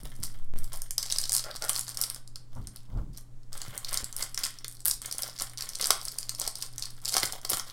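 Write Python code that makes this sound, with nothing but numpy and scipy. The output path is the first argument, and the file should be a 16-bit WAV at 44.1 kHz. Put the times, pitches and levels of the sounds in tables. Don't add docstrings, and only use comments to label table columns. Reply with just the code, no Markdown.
import sys
import numpy as np
from scipy import signal
from scipy.fft import rfft, irfft
from scipy.io import wavfile
from scipy.ndimage import uniform_filter1d

SR = 44100
rng = np.random.default_rng(int(sys.argv[2]) if len(sys.argv) > 2 else 0)


def dump(signal):
    limited = np.clip(np.atleast_2d(signal).T, -1, 1)
    pcm = np.round(limited * 32767).astype(np.int16)
    wavfile.write(sys.argv[1], SR, pcm)


N = 340452

# (time [s], level [dB], pitch of the foil patch [Hz])
CREASE_SNAPS = [(.2362, -28, 8930), (.5875, -37, 9200), (.643, -38, 8770), (.8193, -30, 8360),
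                (.9084, -27, 8290), (.9809, -18, 6650), (1.0283, -26.5, 5760), (1.056, -37, 4960),
                (1.1006, -28.5, 4400), (1.116, -32, 4880), (1.124, -20, 5370), (1.1615, -28, 5200),
                (1.1848, -19, 5800), (1.2149, -28.5, 8650), (1.2387, -26, 4920), (1.255, -31, 5050),
                (1.2945, -25, 6480), (1.3206, -22, 7860), (1.3302, -21, 9400), (1.3503, -19, 7930),
                (1.3653, -19.5, 7800), (1.394, -28, 4840), (1.5607, -34, 6260), (1.6229, -31, 7020),
                (1.6943, -18, 9300), (1.755, -29, 7150), (1.7937, -24, 9100), (1.8113, -31, 8470),
                (1.881, -34.5, 6640), (1.9723, -26.5, 6870), (2.0143, -19.5, 9260), (2.0374, -23, 6210),
                (2.1002, -27, 8560), (2.1462, -34, 8700), (2.1605, -40, 6000), (2.2764, -44, 6700),
                (2.358, -35, 5220), (2.672, -35.5, 6740), (2.761, -39.5, 8000), (2.77, -47, 4520),
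                (3.172, -52, 4580), (3.183, -45, 8400), (3.433, -59.5, 6000), (3.53, -36, 7140),
                (3.6171, -30, 6400), (3.7778, -28, 9400), (3.847, -28.5, 4800), (3.9429, -23.5, 7740),
                (3.9739, -21.5, 5840), (4.0434, -28, 7000), (4.127, -35.5, 6640), (4.1653, -27, 8850),
                (4.2245, -26.5, 6770), (4.3454, -30.5, 7430), (4.3764, -25, 6030), (4.4347, -26.5, 5790),
                (4.4507, -26.5, 6380), (4.5871, -39, 5800), (4.6454, -33, 6200), (4.6812, -32.5, 9550),
                (4.805, -42, 6720), (4.8505, -41, 8500), (4.8558, -18, 12700), (4.892, -29, 9830),
                (5.018, -33.5, 8250), (5.0598, -30.5, 7740), (5.1127, -30, 6200), (5.1254, -26.5, 6800),
                (5.1836, -32, 8360), (5.399, -29.5, 5090), (5.4213, -24, 7700), (5.5746, -34, 5980),
                (5.6077, -37, 5100), (5.6909, -30.5, 7460), (5.7545, -28.5, 6170), (5.8171, -33, 4610),
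                (5.8576, -23, 6890), (5.8708, -23, 8950), (5.9061, -12.5, 8470), (6.053, -28.5, 7940),
                (6.0832, -29.5, 6740), (6.1863, -24.5, 8120), (6.2934, -24.5, 6450), (6.349, -33, 5600),
                (6.3986, -24.5, 8800), (6.4162, -25.5, 5380), (6.4773, -24, 6880), (6.5552, -31, 6320),
                (6.624, -27.5, 5870), (6.7814, -30, 6250), (6.824, -27, 4940), (6.856, -32, 6020),
                (7.0496, -33, 7260), (7.0555, -24.5, 5500), (7.0936, -27, 5900), (7.141, -21.5, 7050),
                (7.167, -18.5, 5840), (7.181, -23, 5540), (7.2312, -23, 4600), (7.2573, -26, 8100),
                (7.324, -29, 7260), (7.4499, -28, 4940), (7.498, -24.5, 8700), (7.533, -23.5, 6800),
                (7.5714, -27.5, 9500), (7.5966, -27, 6700)]
# (time [s], level [dB], pitch of the panel [Hz])
WALL_POPS = [(1.5518, -40, 960), (1.6949, -26, 940), (3.951, -35, 1648), (4.376, -33, 2010),
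             (4.6447, -36, 2050), (5.239, -41, 740), (5.3974, -41, 1330), (5.905, -20, 962),
             (5.9065, -23.5, 3040), (5.908, -41, 500), (6.4767, -35, 696.5), (7.1668, -20.5, 1012),
             (7.2313, -25.5, 1228), (7.233, -28, 372), (7.4485, -33, 573), (7.533, -27.5, 542),
             (7.598, -33, 1426)]
# (frequency [Hz], relative level [dB])
FOIL_TONE = [(250, -11.5), (1200, -5), (2600, -7), (3500, -5.5), (4300, 1.5), (5100, 3.5), (6600, -5.5),
             (8700, 1), (14000, -3.5), (16500, -12.5)]
# (frequency [Hz], relative level [dB])
POUCH_TONE = [(120, -6), (380, -2), (600, -2), (950, -6), (1300, -2), (1650, -8.5), (2100, -1.5),
              (2600, -12.5), (3200, 3), (5000, -8.5)]


def crease_snaps(cycles=8.8, size=1024):
    out = np.zeros(N)
    for s, db, hz in CREASE_SNAPS:
        snap = buckle(patch_tone(FOIL_TONE, hz, size), decay_s=cycles / hz, kick=0.58, size=size)
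        add(out, s, undb(db) * snap)
    return out


def crinkle(rip_hz=9720, size=512, count=96):
    # (start [s], length [s], crackle level [dB], flex level [dB])
    squeezes = [(0.0, 0.058, -55, -52), (0.225, 0.016, -37, -52), (0.71, 0.037, -41, -48.5),
                (1.10, 0.13, -41, -55.5), (1.43, 0.069, -73, -75.5), (1.61, 0.032, -38.5, -46),
                (1.68, .02, -30, -47), (1.74, 0.022, -30, -41), (1.87, 0.033, -40, -51),
                (1.97, 0.079, -36.5, -45), (2.10, 0.057, -63, -53), (3.13, 0.055, -51, -64),
                (3.52, 0.11, -48.5, -51.5), (3.72, 0.03, -70, -48), (3.88, 0.093, -37.5, -40.5),
                (4.165, 0.062, -36.5, -44), (4.38, 0.079, -34, -44), (5.015, 0.029, -51.5, -47.5),
                (5.18, 0.082, -34.5, -44), (5.385, 0.024, -36.5, -39.5), (5.58, 0.053, -38, -49.5),
                (5.795, 0.048, -30.5, -39.5), (5.87, 0.091, -42.5, -43), (6.04, 0.043, -39.5, -53),
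                (6.21, 0.022, -44, -54.5), (6.39, 0.068, -33.5, -42.5), (6.56, 0.09, -41.5, -52),
                (6.78, 0.077, -44, -55), (7.05, 0.037, -33.5, -55.5), (7.11, 0.082, -31, -39),
                (7.22, 0.025, -33, -32.5), (7.28, 0.065, -50, -45.5), (7.49, .045, -28, -36.5),
                (7.57, 0.028, -44.5, -42), (7.67, 0.067, -47, -49.5)]
    # (start [s], length [s], crackle level [dB], flex level [dB])
    holds = [(0.0, 0.42, -62, -63), (0.56, 0.32, -61, -64), (0.98, 0.99, -48.5, -60),
             (2.5, 0.5, -70.5, -71), (3.52, 1.07, -59.5, -57.5), (4.647, .2, -57, -74.5),
             (5.02, 0.52, -52.5, -58), (5.57, 0.89, -50, -59.5), (6.7, 0.51, -59, -65.5),
             (7.01, 0.84, -59, -59)]
    # (start [s], length [s], rip level [dB], flex level [dB])
    rips = [(1.33, 0.05, -32.5, -57.5), (4.857, 0.054, -27.5, -55.5)]
    squeezing = movement_power(squeezes, attack_s=0.002, build_db=3.5, release_s=0.024)
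    holding = movement_power(holds, attack_s=0.012, build_db=-6.5, release_s=0.026)
    finger_crackle, finger_flex = squeezing + holding + foil_settling()
    seam_rip, seam_flex = movement_power(rips, attack_s=0.0043, build_db=-3, release_s=0.017)

    patch_hz, panel_hz = np.geomspace(3400, 14500, count), np.geomspace(520, 2600, count)
    patches = [patch_tone(FOIL_TONE, hz, size) for hz in patch_hz]
    panels = [patch_tone(POUCH_TONE, hz, size, floor_db=-7.5) for hz in panel_hz]
    places = np.linspace(0, 1, count)
    crease = np.interp(curve(CREASE_SNAPS, column=2), patch_hz, places)
    wall = np.interp(curve(WALL_POPS, column=2), panel_hz, places)
    wall = (wall + .5) / 2
    seam = np.full(N, np.interp(rip_hz, patch_hz, places))

    crackle = tiny_clicks(patches, crease, finger_crackle,
                          per_second=340, spread_db=5.5, decay_s=0.00099, steady_s=0.095, size=size)
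    rip = tiny_clicks(patches, seam, seam_rip,
                      per_second=720, spread_db=9.0, decay_s=0.0024, steady_s=0.025, size=size)
    flex = tiny_clicks(panels, wall, finger_flex + seam_flex,
                       per_second=700, spread_db=5.5, decay_s=0.0075, steady_s=0.14, size=size)
    return rip + undb(-1) * (crackle + flex)


def foil_settling(crackle_db=-23, flex_db=-26.5, settle_s=0.014):
    kicks = np.zeros(N)
    for s, db, _ in CREASE_SNAPS:
        add(kicks, s, np.array([undb(db) ** 2]))
    unrest = signal.lfilter([1], [1, -np.exp(-2 / settle_s / SR)], kicks)
    return undb([[crackle_db], [flex_db]]) ** 2 * unrest


def wall_pops(size=2048):
    out = np.zeros(N)
    for s, db, hz in WALL_POPS:
        tone = patch_tone(POUCH_TONE, hz, size, floor_db=-9.0)
        add(out, s, undb(db) * buckle(tone, decay_s=0.0033, kick=0.2, size=size))
    return out


def finger_rubs(size=1024):
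    # (start [s], length [s], level [dB])
    slides = [(1.44, 0.065, -43), (1.615, 0.039, -38.5), (1.662, .06, -49.5), (3.723, 0.044, -52),
              (7.135, 0.022, -44)]
    # (frequency [Hz], relative level [dB])
    hollow_tone = [(250, -30), (540, -7), (1250, -3), (2200, -18.5), (3000, -24), (8000, -39.5)]
    power = sum((undb(db) * movement(s, length_s, attack_s=0.0032, build_db=4.5, release_s=0.0087)) ** 2
                for s, length_s, db in slides)
    return tiny_clicks([spectrum(hollow_tone, size)], np.zeros(N), power,
                       per_second=1200, spread_db=2.0, decay_s=0.0027, steady_s=0.024, size=size)


def camera_rumble(size=512, count=24):
    # (start [s], length [s], shake level [dB], scrape level [dB])
    turns = [(2.548, 0.021, -32, -49), (2.88, 0.11, -30.5, -49.5)]
    # (time [s], level [dB], fade time [s])
    bumps = [(0.031, -37, 0.053), (0.191, -39, 0.065), (0.572, -38.5, 0.04), (3.09, -48, 0.042),
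             (3.68, -44, 0.09), (4.86, -53, 0.16), (7.23, -42.5, 0.042), (7.527, -36.5, 0.019)]
    # (frequency [Hz], relative level [dB])
    case_tone = [(20, -18), (40, 8), (65, -13.5), (105, 0.5), (170, -11.5), (260, -16), (400, -29.5),
                 (1500, -60.5)]
    # (frequency [Hz], relative level [dB])
    joint_tone = [(150, -40), (550, 0.5), (1300, -7.5), (2500, -41.5), (16000, -50)]
    t = np.arange(N) / SR
    shake = np.sqrt(movement_power(turns, attack_s=0.032, build_db=10.5, release_s=0.069)[0])
    for s, db, decay_s in bumps:
        age = np.maximum(t - s, 0)
        shake += undb(db) * (1 - np.exp(-age / 0.00018)) * np.exp(-age / decay_s)
    scrape_power = movement_power(turns, attack_s=0.003, build_db=19, release_s=0.03)[1]
    scrape = tiny_clicks([spectrum(joint_tone, size)] * count, np.full(N, .5), scrape_power,
                         per_second=1500, spread_db=-4.5, decay_s=0.0086, steady_s=0.025, size=size)
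    return shake * noise(case_tone) + scrape


def hand_breeze(top_hz=11):
    # (time [s], level [dB])
    strength = [(0, -38), (0.6, -23.5), (1.5, -44), (4.2, -37), (4.7, -45)]
    slow_band = signal.butter(2, [top_hz / 2, top_hz], "band", fs=SR, output="sos")
    sway = signal.sosfilt(slow_band, rng.standard_normal(N))
    return unit(sway) * undb(curve(strength))


def electrical_hum(waver_db=2.5):
    # (frequency [Hz], level [dB])
    tones = [(119.8, -56.5), (280, -73.5)]
    t = np.arange(N) / SR
    hum = sum(np.sqrt(2) * undb(db) * np.sin(2 * np.pi * (hz * t + rng.random())) for hz, db in tones)
    waver = unit(smooth(rng.standard_normal(N), SR // 10))
    return hum * undb(waver_db * waver)


def still_air(level_db=-50):
    # (frequency [Hz], relative level [dB])
    air_tone = [(20, -4), (45, -25), (100, -24), (200, -29), (400, -37.5), (1200, -46), (2600, -54.5),
                (8000, -52.5), (16000, -65)]
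    return undb(level_db) * noise(air_tone)


def room_echo(x, onset_s=0.0022, size=22050):
    # (frequency [Hz], time to fade by 60 dB [s], level [dB])
    bands = [(300, 0.18, -23.5), (1100, 0.28, -2.5), (3740, 0.34, -6), (5200, 0.25, -8), (6200, 0.19, -5.5),
             (8660, 0.22, -5.5), (15030, 0.15, -11)]
    t = np.arange(size) / SR
    log_hz = np.log(np.fft.rfftfreq(size, 1 / SR) + 1)
    log_centres = np.log(np.array(bands)[:, 0])
    scatter, tail = rfft(rng.standard_normal(size)), 0
    for share, (_, fade_s, db) in zip(np.eye(len(bands)), bands):
        band = irfft(scatter * np.interp(log_hz, log_centres, share), size)
        fade = np.exp(-np.log(1000) * t / fade_s) * (1 - np.exp(-(t / onset_s) ** 2))
        tail = tail + undb(db) * band * fade / np.linalg.norm(fade)
    return x + signal.fftconvolve(x, tail)[:N]


def tiny_clicks(tones, place, power, per_second, spread_db, decay_s, steady_s, size, count=40000):
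    shapes = [buckle(tone, decay_s, kick=0.93, size=size) for tone in tones]
    level_db = 10 * np.log10(power + 1e-12)
    chance, out = rng.random((count, 4)), np.zeros(N)
    busy = undb(.28 * (level_db - level_db.max()))[(chance[:, 0] * N).astype(int)]
    happens = chance[:, 3] < busy * per_second * N / SR / count
    for when, strength, stray, _ in chance[happens]:
        click_db = -spread_db * np.log(max(strength, .02))
        spot = np.clip(place[int(when * N)] + .7 * (stray - .5), 0, 1)
        add(out, when * N / SR, undb(click_db) * shapes[int(spot * (len(shapes) - 1))])
    local_level = np.sqrt(smooth(out ** 2, int(steady_s * SR)) + 1e-9)
    return undb(level_db) * out / local_level


def buckle(tone, decay_s, kick, size):
    shiver = rng.standard_normal(size) * np.exp(-np.arange(size) / SR / decay_s)
    shiver /= np.linalg.norm(shiver)
    shiver[0] = kick
    sound = ring(shiver, tone)
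    return sound / np.linalg.norm(sound) * np.sqrt(.003 * SR)


def patch_tone(material, hz, size, width_octaves=0.53, floor_db=-13):
    away = np.log2((np.fft.rfftfreq(size, 1 / SR) + 1) / hz) / width_octaves
    return spectrum(material, size) * (np.exp(-away ** 2 / 2) + undb(floor_db))


def ring(x, tone):
    cepstrum = irfft(np.log(tone), len(x))
    cepstrum[1:len(x) // 2] *= 2
    cepstrum[len(x) // 2 + 1:] = 0
    return irfft(rfft(x) * np.exp(rfft(cepstrum)), len(x))


def movement(start_s, length_s, attack_s, build_db, release_s):
    age = np.maximum(np.arange(N) / SR - start_s, 0)
    build = undb(build_db * (np.minimum(age / length_s, 1) - 1))
    release = np.exp(-np.maximum(age - length_s, 0) / release_s)
    return (1 - np.exp(-age / attack_s)) * build * release


def movement_power(table, attack_s, build_db, release_s):
    shapes = np.array([movement(s, length_s, attack_s, build_db, release_s) for s, length_s, _, _ in table])
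    return undb(np.array(table)[:, 2:].T) ** 2 @ shapes ** 2


def noise(points):
    return unit(irfft(rfft(rng.standard_normal(N)) * spectrum(points, N), N))


def spectrum(points, size):
    hz, db = np.transpose(points)
    return undb(np.interp(np.log(np.fft.rfftfreq(size, 1 / SR) + 1), np.log(hz), db))


def curve(table, column=1):
    rows = np.array(table)
    return np.interp(np.arange(N) / SR, rows[:, 0], rows[:, column])


def add(track, s, sound):
    start = max(int(s * SR), 0)
    part = track[start:start + len(sound)]
    part += sound[:len(part)]


def smooth(x, span):
    return uniform_filter1d(uniform_filter1d(x, span), span)


def undb(db):
    return 10 ** (np.asarray(db) / 20)


def unit(x):
    return x / np.sqrt(np.mean(x ** 2))


def scene():
    packs = crease_snaps() + wall_pops() + crinkle() + finger_rubs()
    mono = room_echo(packs) + camera_rumble() + hand_breeze() + electrical_hum() + still_air()
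    return np.array([mono, mono])


def record(dry, top_hz=16200):
    # (start [s], length [s], downward shift [dB])
    dropouts = [(0.538, 0.0227, -31.5), (4.029, 0.0061, -33)]
    rounded = np.tanh(dry / 2) * 2
    out = rounded.copy()
    for s, length_s, db in dropouts:
        start, end = int(s * SR), int((s + length_s) * SR)
        out[:, start:end] = np.linspace(rounded[:, start], rounded[:, end], end - start).T - undb(db)
    return signal.sosfilt(signal.ellip(8, .2, 70, top_hz, fs=SR, output="sos"), out)


dry = scene()
out = record(dry)
dump(out)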